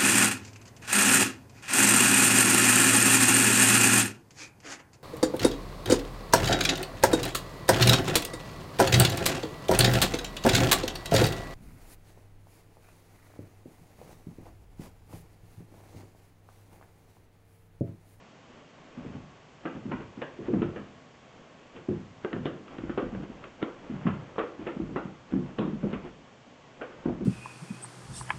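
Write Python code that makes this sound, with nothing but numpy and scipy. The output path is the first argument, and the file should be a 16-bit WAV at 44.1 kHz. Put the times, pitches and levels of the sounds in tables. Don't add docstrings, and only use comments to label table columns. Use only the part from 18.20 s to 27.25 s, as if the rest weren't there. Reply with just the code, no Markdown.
import sys
import numpy as np
from scipy import signal
from scipy.fft import rfft, irfft, next_fast_len
from scipy.io import wavfile
from scipy.ndimage import uniform_filter1d

SR = 44100
rng = np.random.default_rng(int(sys.argv[2]) if len(sys.argv) > 2 else 0)


def bounce(signal):
    frames = np.transpose(np.atleast_2d(signal))
    limited = np.clip(frames, -1, 1)
    pcm = np.round(limited * 32767).astype(np.int16)
    wavfile.write(sys.argv[1], SR, pcm)


N = 399099
TIME = np.arange(N) / SR
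RING = TIME[:32768]
LEAD_S = .025
ROOM_T60_LOW, ROOM_T60_HIGH = 0.5, 0.65

# time in seconds, level of the blow in dB, pitch of the thud in Hz,
# freedom of the boards to ring in dB (a planted paw damps them).
PAW_FALLS = [(0.778, -36.5, 223, 4), (0.851, -36, 310, -1), (0.866, -33.5, 237, -5.5),
             (0.904, -38.5, 221, -14), (0.954, -35, 239, 0), (1.554, -35.5, 226, -3),
             (1.657, -31.5, 236, -0.5), (1.729, -31.5, 232, 0), (1.978, -36, 233, -3), (2.192, -34, 314, 0),
             (2.286, -23.5, 318, -1), (2.337, -18.5, 290, -6.5), (2.346, -22, 213, -14),
             (2.361, -23, 214, -12), (2.372, -26, 215, -14), (2.397, -25.5, 175, -7),
             (2.42, -18.5, 332, -8), (2.429, -24, 320, -13), (2.449, -29, 363, -9), (2.599, -41, 215, 1),
             (3.564, -44.5, 397, 5.5), (3.689, -21, 309, -1.5), (3.716, -32.5, 217, -3),
             (3.76, -46, 198, -5), (4.139, -28, 275, 1.5), (4.181, -31, 223, -2), (4.588, -30.5, 300, -7),
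             (4.639, -28, 296, -6), (4.704, -30, 290, -11), (4.83, -25.5, 320, -7), (4.865, -35, 252, -10),
             (4.929, -32, 219, 1), (4.974, -35, 141, -1), (5.001, -32, 267, -1), (5.101, -35.5, 244, -6),
             (5.701, -29.5, 244, -5), (5.742, -30, 185, -10.5), (5.857, -21.5, 213, -7.5),
             (5.869, -21, 203, -13), (5.902, -27.5, 190, -6), (6.395, -34, 290, 1.5), (6.569, -29, 226, -9),
             (6.602, -24, 300, -1.5), (6.636, -32, 190, -2), (6.693, -36, 268, 6),
             (6.856, -30.5, 204, -3.5), (7.138, -19.5, 243, -3.5), (7.164, -24.5, 257, -4),
             (7.171, -36.5, 273, -16), (7.394, -24, 198, -2), (7.418, -29, 235, 3),
             (7.452, -25.5, 288, -5.5), (7.48, -26, 305, -20), (7.535, -27.5, 211, -1.5),
             (7.633, -31.5, 374, 1.5), (7.641, -21.5, 200, -2.5), (7.656, -31, 300, -4),
             (7.67, -30, 252, -14), (7.735, -25, 236, -3), (7.85, -35, 320, -1.5), (8.86, -19.5, 287, -6.5),
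             (8.877, -31, 205, -6), (8.885, -23, 239, -3), (8.9, -30, 267, -6), (8.929, -31, 233, -8),
             (9.01, -29, 287, 2)]
# time in seconds, snap in dB and pop of the backing in dB (both before
# the shared trims in claws), treble share of the snap in dB, pitch of the pop in Hz, twang of the loop in Hz,
# tear of the other claws in dB over the snap (before trims), freedom of the backing to ring in dB,
# rasp in dB (before its low-pass), pitch of the rasp in Hz.
CLAW_PLUCKS = [(1.455, -37.5, -31.5, -14.5, 318, 1370, 0.5, 2, -46.5, 2520),
               (1.715, -50, -36, -9, 330, 935, -2, -2, -59, 2450),
               (1.718, -36, -35, -16.5, 300, 940, -0.5, -2.5, -43.5, 2430),
               (1.807, -50, -43, -8, 380, 1500, -4, -1, -57, 2700),
               (2.019, -38, -32.5, -11, 500, 1570, -1, -0.5, -45, 2740),
               (2.337, -60, -40.5, -14, 620, 1300, -6, 3, -68, 2500),
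               (2.42, -38.5, -32, -8, 296, 1290, -0.5, 4, -50, 2920),
               (2.562, -45.5, -34.5, -13, 358, 1640, 3, 0, -51, 2640),
               (3.565, -50.5, -65, -4.5, 373, 1400, -3, 1, -57, 2800),
               (4.048, -33.5, -26, -12.5, 373, 1540, -3.5, 0, -60, 2800),
               (4.131, -36.5, -32, -8.5, 354, 1790, -1, 2, -55, 2780),
               (4.165, -51.5, -32.5, -16, 354, 1400, -8, -6, -62, 2600),
               (4.257, -39, -24, -4, 270, 1090, 3, 0.5, -60, 3330),
               (4.265, -44, -37.5, -4, 400, 1300, -4, -10, -54, 3250),
               (4.481, -49.5, -51, -11.5, 373, 1500, -2, 6.5, -57, 2600),
               (4.585, -46.5, -43, -9, 293, 1250, -0.5, -8, -58, 2590),
               (4.638, -54, -50, -10.5, 330, 1400, 1, -3, -60, 2600),
               (4.696, -41.5, -30, -11, 322, 1500, 0.5, -4.5, -64, 2780),
               (4.777, -32.5, -24, -14.5, 407, 1230, 0, 1.5, -46.5, 3000),
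               (4.95, -44.5, -37, -12.5, 363, 1720, -2, -0.5, -69, 2400),
               (5.241, -40.5, -49, -10, 420, 1230, -6.5, -1, -51, 2580),
               (5.419, -43, -37.5, -8, 404, 1400, -20, -8, -59, 3000),
               (5.428, -33.5, -22.5, -8.5, 327, 1370, -5.5, -8, -53.5, 3230),
               (5.482, -47.5, -37, -18, 484, 1000, -2.5, -14, -70, 2500),
               (5.869, -31.5, -28, -16, 286, 1140, -7, -6, -44.5, 2630),
               (5.882, -44, -36.5, -21, 360, 1310, -2, -2.5, -53, 2580),
               (6.162, -47, -40, -19, 473, 1200, -9, -7, -58, 2340),
               (6.183, -27, -26, -15, 455, 1080, -7.5, -0.5, -46, 3130),
               (6.193, -31, -31, -12.5, 486, 1150, -4, 1, -43.5, 2400),
               (6.215, -44, -38, -20, 474, 1110, -9, -10, -61, 2400),
               (6.237, -42, -34, -17, 446, 1300, -10, -6, -59, 2400),
               (6.469, -39.5, -29.5, -12.5, 374, 2020, 4, 2.5, -45, 2750),
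               (6.761, -32.5, -25.5, -15.5, 326, 940, 2.5, 1, -54, 2820),
               (7.124, -52, -32, -14, 277, 1500, -5, -5, -68, 2600),
               (7.387, -34.5, -25.5, -7.5, 302, 1090, -5, 1.5, -44, 3180),
               (7.412, -41.5, -38, -20, 332, 1110, 2.5, -1, -59, 2500),
               (7.631, -52, -37, -13, 483, 1100, -3, 3, -66, 2500),
               (7.731, -41, -31.5, -8.5, 417, 1780, 4, 0, -45, 2500),
               (8.615, -37.5, -35, -13.5, 465, 1600, -1, 2.5, -47, 2670),
               (8.724, -52, -58, -10, 420, 1400, -11, -2, -68, 2500),
               (8.856, -53, -36.5, -33, 490, 990, -3, 3.5, -69, 2400),
               (8.896, -52, -37, -31, 576, 1010, -13, -1, -68, 2400)]
# frequency in Hz, level in dB.
RUBBED_PILE = [(120, 4), (300, 10), (500, 8), (800, 2), (1400, -2.5), (2200, -7), (3200, -12), (4000, -26),
               (7000, -45.5)]


def undb(db):
    return 10 ** (np.asarray(db) / 20)


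def unit(x):
    return x / np.sqrt(np.mean(x ** 2))


def loudest(x, size):
    return x / np.sqrt(uniform_filter1d(x ** 2, size).max())


def add(out, s, x):
    i = max(int(s * SR), 0)
    out[i:i + len(x)] += x[:max(N - i, 0)]


def colour(x, points):
    hz, db = np.transpose(points)
    size = next_fast_len(len(x) // 2 + 4096) * 2
    freqs = np.maximum(np.arange(size // 2 + 1) * SR / size, 1)
    curve_db = np.interp(np.log(freqs), np.log(hz), db)
    cepstrum = irfft(np.log(undb(curve_db)))
    cepstrum[1:size // 2] *= 2
    cepstrum[size // 2 + 1:] = 0
    return irfft(rfft(x, size) * np.exp(rfft(cepstrum)))[:len(x)]


def resonate(x, modes):
    total = 0
    for hz, width, db in modes:
        b, a = signal.iirpeak(hz, hz / width, fs=SR)
        total = total + undb(db) * signal.lfilter(b, a, x)
    return total


def cut(x, hz, kind, order):
    return signal.sosfilt(signal.butter(order, hz, kind, fs=SR, output="sos"), x)


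def fade(t60):
    return np.exp(-np.log(1000) * RING / t60)


def echoes(early_t60, late_t60, late_db, gap_s, first_per_s=500):
    share = np.minimum(first_per_s / SR * (1 + (RING / .02) ** 2), 1)
    count = np.floor(np.cumsum(2 * share * rng.random(len(RING))))
    reflections = (np.diff(count, prepend=0) > 0) / np.sqrt(share)
    signs = rng.choice([-1, 1], len(RING))
    arrival = 1 - np.exp(-(RING / gap_s) ** 4)
    decay = np.hypot(fade(early_t60), undb(late_db) * fade(late_t60))
    return reflections * signs * arrival * decay


def pad(x, hz, breadth, soft):
    return cut(resonate(x, [(hz, breadth * hz, 0)]), soft * hz, "lowpass", order=5)


def swing(hz, cycles, after_s):
    turn = (RING - after_s) * hz
    return np.exp(-(turn / cycles) ** 2) * np.sin(-2 * np.pi * turn)


def spot(s):
    # time in seconds, room in dB over the blow (before each
    # sound's own trims), joists in dB over the blow, lean of the joists to their upper modes in dB.
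    answers = [(0.801, -10, -15, -7), (1.701, -4, -12, -5), (2.4, -6.5, -18, -3), (3.701, -7, -14, 4),
               (4.1, -10.5, -13, 1), (4.7, -7, -13, -20.5), (5.0, -9.5, -17.5, -15.5),
               (5.798, -1.5, -12, 0), (6.6, -9.5, -18, -12), (7.2, -4.5, -21, -4.5), (7.7, -8.5, -24, -20),
               (8.9, -6.5, -20, -10)]
    times, *columns = np.transpose(answers)
    return [np.interp(s, times, column) for column in columns]


def even(x, share=0.55):
    power = np.abs(signal.hilbert(x)) ** 2
    floor = 1e-9 * np.max(x ** 2)
    fast = uniform_filter1d(power, size=200).clip(0) + floor
    slow = uniform_filter1d(power, size=1500).clip(0) + floor
    return x * np.minimum(slow / fast, 2) ** (share / 2)


def twang(x, hz, width_hz=170, lift_db=-1):
    return x + resonate(x, [(hz, width_hz, lift_db)])


def background():
    # frequency in Hz, relative level in dB.
    quiet = [(35, -18), (65, -5.5), (95, -6.5), (125, 1), (180, -0.5), (205, -2.5), (250, 2), (320, -5),
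             (600, -3.5), (1030, -9), (1110, -4), (1200, -11), (3200, -15.5), (4000, -23.5), (7000, -25.5),
             (8200, -34.5)]
    # frequency in Hz, rms level in dB.
    whine_tones = [(4388, -83), (6222, -93)]
    quiet_db = -53.5
    air = unit(colour(rng.standard_normal(N), quiet)) * undb(quiet_db)
    low = cut(air, 1700, "lowpass", order=1)
    waver_db = np.interp(TIME, np.linspace(0, TIME[-1], num=110), .7 * rng.standard_normal(110))
    whine = sum(np.sqrt(2) * undb(db) * np.sin(2 * np.pi * hz * TIME) for hz, db in whine_tones)
    return air + low * (undb(waver_db) - 1) + whine


def scuffs():
    # time of the middle in seconds, level in dB, half length in seconds.
    twists = [(0.36, -55, 0.074), (0.67, -55.5, 0.1), (0.81, -50, 0.047), (0.96, -51, 0.053),
              (1.558, -47, 0.02), (2.265, -45, 0.033), (3.19, -56, 0.076), (3.458, -57, 0.053),
              (4.54, -46, 0.038), (5.04, -45, 0.021), (5.21, -49.5, 0.12), (5.81, -47.5, 0.36),
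              (6.44, -46.5, 0.054), (7.135, -51, 0.035), (7.288, -49, 0.069), (7.71, -45, 0.043),
              (7.867, -46.5, 0.039), (8.79, -53, 0.056)]
    grains_per_s, spread_db = 1300, 2
    sizes = undb(spread_db * np.minimum(rng.exponential(size=N), 4))
    grains = (rng.random(N) < grains_per_s / SR) * rng.choice([-1, 1], N) * sizes

    slide_db_per_db, usual_paw_db, usual_snap_db = -0.05, -30.5, -41
    slides = list(twists)
    for s, db, *_ in PAW_FALLS:
        slides.append((s + .002, -54.5 + slide_db_per_db * (db - usual_paw_db), 0.055))
    for s, db, *_ in CLAW_PLUCKS:
        slides.append((s - 0.0081, -51 + slide_db_per_db * (db - usual_snap_db), 0.028))

    power = np.zeros(N)
    for middle_s, db, half_s in slides:
        distance = np.minimum(((TIME - middle_s) / half_s) ** 2, 20)
        power += undb(db) ** 2 * np.exp(-2 * distance)
    return unit(colour(grains, RUBBED_PILE)) * np.sqrt(power)


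def paws():
    # frequency in Hz, width in Hz, level in dB.
    boards = [(152.7, 13, 5), (193.8, 18, 4), (242, 27, -2.5), (309, 37, -5), (347.7, 11, 0.5),
              (432.4, 12, -1), (482, 22, -4.5)]
    # frequency in Hz, width in Hz, level in dB.
    joists = [(46.4, 17, -3.5), (69.5, 190, -24.5), (101, 57, -12)]
    rebound_db, weight_db, tail_db, tone_db, brush_db = -11, -7, -10, -7, -19
    out = np.zeros(N)
    for s, blow_db, hz, free_db in PAW_FALLS:
        room_db, joist_db, lean_db = spot(s)
        ring_db = blow_db + room_db + free_db

        push = swing(hz, cycles=0.97, after_s=LEAD_S)
        weight = undb(weight_db) * swing(0.7 * hz, cycles=0.9, after_s=LEAD_S)
        rebound = undb(rebound_db) * swing(hz, cycles=0.77, after_s=LEAD_S + 1 / hz)
        blow = cut(push + weight + rebound, 125, "highpass", order=3)
        add(out, s - LEAD_S, undb(blow_db) * loudest(blow, size=200))

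        modes = list(boards) + [(1.06 * hz, 45, -4)]
        early = resonate(echoes(0.14, 0.34, late_db=-10.5, gap_s=0.0023), modes)
        early = pad(early, hz, breadth=0.69, soft=1.524)
        late = resonate(echoes(0.48, ROOM_T60_LOW, late_db=-4, gap_s=0.024), boards)
        late = pad(late, 0.82 * hz, breadth=0.66, soft=1.71)
        ring = even(loudest(early, size=1600) + undb(tail_db) * loudest(late, size=2600))
        ring = cut(ring, 115, "highpass", order=4)
        add(out, s, undb(ring_db) * loudest(ring, size=1600))

        tuned = [(f * (1 + 0.028 * rng.standard_normal()), 0.67 * width, db) for f, width, db in boards]
        tone = resonate(signal.unit_impulse(len(RING)), tuned)
        tone = pad(tone, 1.024 * hz, breadth=.35, soft=2.1)
        add(out, s, undb(ring_db + tone_db) * loudest(tone, size=1600))

        sag = resonate(echoes(0.44, 0.89, late_db=-2.0, gap_s=0.0007), joists)
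        sag = cut(sag, 180, "lowpass", order=3)
        sag = colour(sag, [(50, 0.0024), (95, lean_db)])
        sag = cut(sag, 110, "highpass", order=3)
        add(out, s, undb(blow_db + joist_db + free_db / 2) * loudest(sag, size=2600))

        brush = colour(echoes(0.036, ROOM_T60_HIGH, late_db=-15.0, gap_s=0.0011), RUBBED_PILE)
        brush = cut(brush, 1500, "lowpass", order=2)
        add(out, s - 1 / hz / 2, undb(blow_db + brush_db) * loudest(brush, size=600))
    return out


def claws():
    # frequency in Hz, level in dB.
    pluck = [(300, -25), (550, -2.5), (850, -3), (1050, 1), (1350, 2.5), (1700, -1.5), (2400, -7.5),
             (2850, -8.5), (3400, -15), (4000, -24.5), (4700, -40), (8000, -44.5)]
    # frequency in Hz, width in Hz, level in dB.
    backing = [(207, 160, 2), (321.5, 48, -3), (426, 27, -3.5), (494, 37, -5.5)]
    snap_db, tear_db, pop_db, boom_db, slap_db = 2, 2.0, 2, 0.5, -6
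    drag_db, second_claw_db = -20, -5
    neutral_db = -8
    out = np.zeros(N)
    for s, crack_db, backing_db, treble_db, hz, loop_hz, others_db, free_db, *_ in CLAW_PLUCKS:
        tilt_db = treble_db - neutral_db
        room_db = spot(s)[0]

        drag = rng.standard_normal(len(RING)) * np.exp(-np.abs(RING - LEAD_S) / 0.0024)
        release = signal.unit_impulse(len(RING), int(LEAD_S * SR))
        snap = twang(colour(release + undb(drag_db) * drag, pluck), loop_hz)
        snap = colour(snap, [(900, 0.011), (3200, 2.9 * tilt_db + 5.5), (4200, 2.9 * tilt_db + 4)])
        snap = twang(snap, 3750, width_hz=500, lift_db=1.5 * tilt_db - 5)
        add(out, s - LEAD_S, undb(crack_db + snap_db) * loudest(snap, size=130))

        tear = echoes(0.24, ROOM_T60_HIGH, late_db=-9.5, gap_s=0.0032, first_per_s=900)
        tear = colour(tear, pluck)
        lag = int(rng.uniform(.0006, .003) * SR)
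        second_claw = np.pad(tear, (lag, 0))[:-lag]
        tear = colour(tear + undb(second_claw_db) * second_claw, [(900, 0.005), (3200, tilt_db)])
        tear = twang(tear, loop_hz, width_hz=180, lift_db=-0.5)
        add(out, s, undb(crack_db + room_db + tear_db + others_db) * loudest(tear, size=1600))

        pop = np.cos(2 * np.pi * hz * RING) * fade(0.029)
        pop = cut(pop, 1200, "lowpass", order=2)
        add(out, s, undb(backing_db + pop_db) * loudest(pop, size=260))

        slap_hz = .6 * hz
        slap = swing(slap_hz, cycles=0.95, after_s=LEAD_S + .5 / slap_hz)
        add(out, s - LEAD_S, undb(backing_db + slap_db) * loudest(slap, size=260))

        boom = resonate(echoes(0.11, 0.57, late_db=-8.0, gap_s=0.0026), backing)
        boom = even(pad(boom, hz, breadth=0.83, soft=3.15))
        boom = cut(boom, 0.55 * hz, "highpass", order=3)
        add(out, s, undb(backing_db + room_db + boom_db + free_db) * loudest(boom, size=1500))
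    return out


def rasps():
    slips_per_s, scatter_db, rise_s, rasp_t60 = 430, 5.0, 0.00089, 0.036
    width_hz, wet_db = 1500, -9
    out = np.zeros(N)
    for s, *_, rasp_db, hz in CLAW_PLUCKS:
        gaps = rng.uniform(.4, 1.6, size=120)
        strengths = undb(scatter_db * rng.standard_normal(size=120))
        places = np.minimum(np.cumsum(gaps) / slips_per_s * SR, len(RING) - 1).astype(int)
        slips = np.bincount(places, strengths, len(RING))
        slips = slips * (1 - np.exp(-RING / rise_s)) * fade(rasp_t60)
        reflections = echoes(0.21, ROOM_T60_HIGH, late_db=-4.5, gap_s=0.012)

        fibre = [(hz, width_hz, 0)]
        direct = loudest(resonate(resonate(slips, fibre), fibre), size=700)
        room = loudest(resonate(resonate(reflections, fibre), fibre), size=700)
        rasp = cut(direct + undb(wet_db) * room, 1.17 * hz, "lowpass", order=9)
        add(out, s, undb(rasp_db) * rasp)
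    return out


def scene():
    return (background() + scuffs() + paws() + claws() + rasps())[None]


def record(dry):
    top_hz, ripple_db, rejection_db = 8150, .2, 80
    band = signal.ellip(10, ripple_db, rejection_db, top_hz, fs=SR, output="sos")
    return signal.sosfilt(band, dry)


dry = scene()
out = record(dry)
bounce(out)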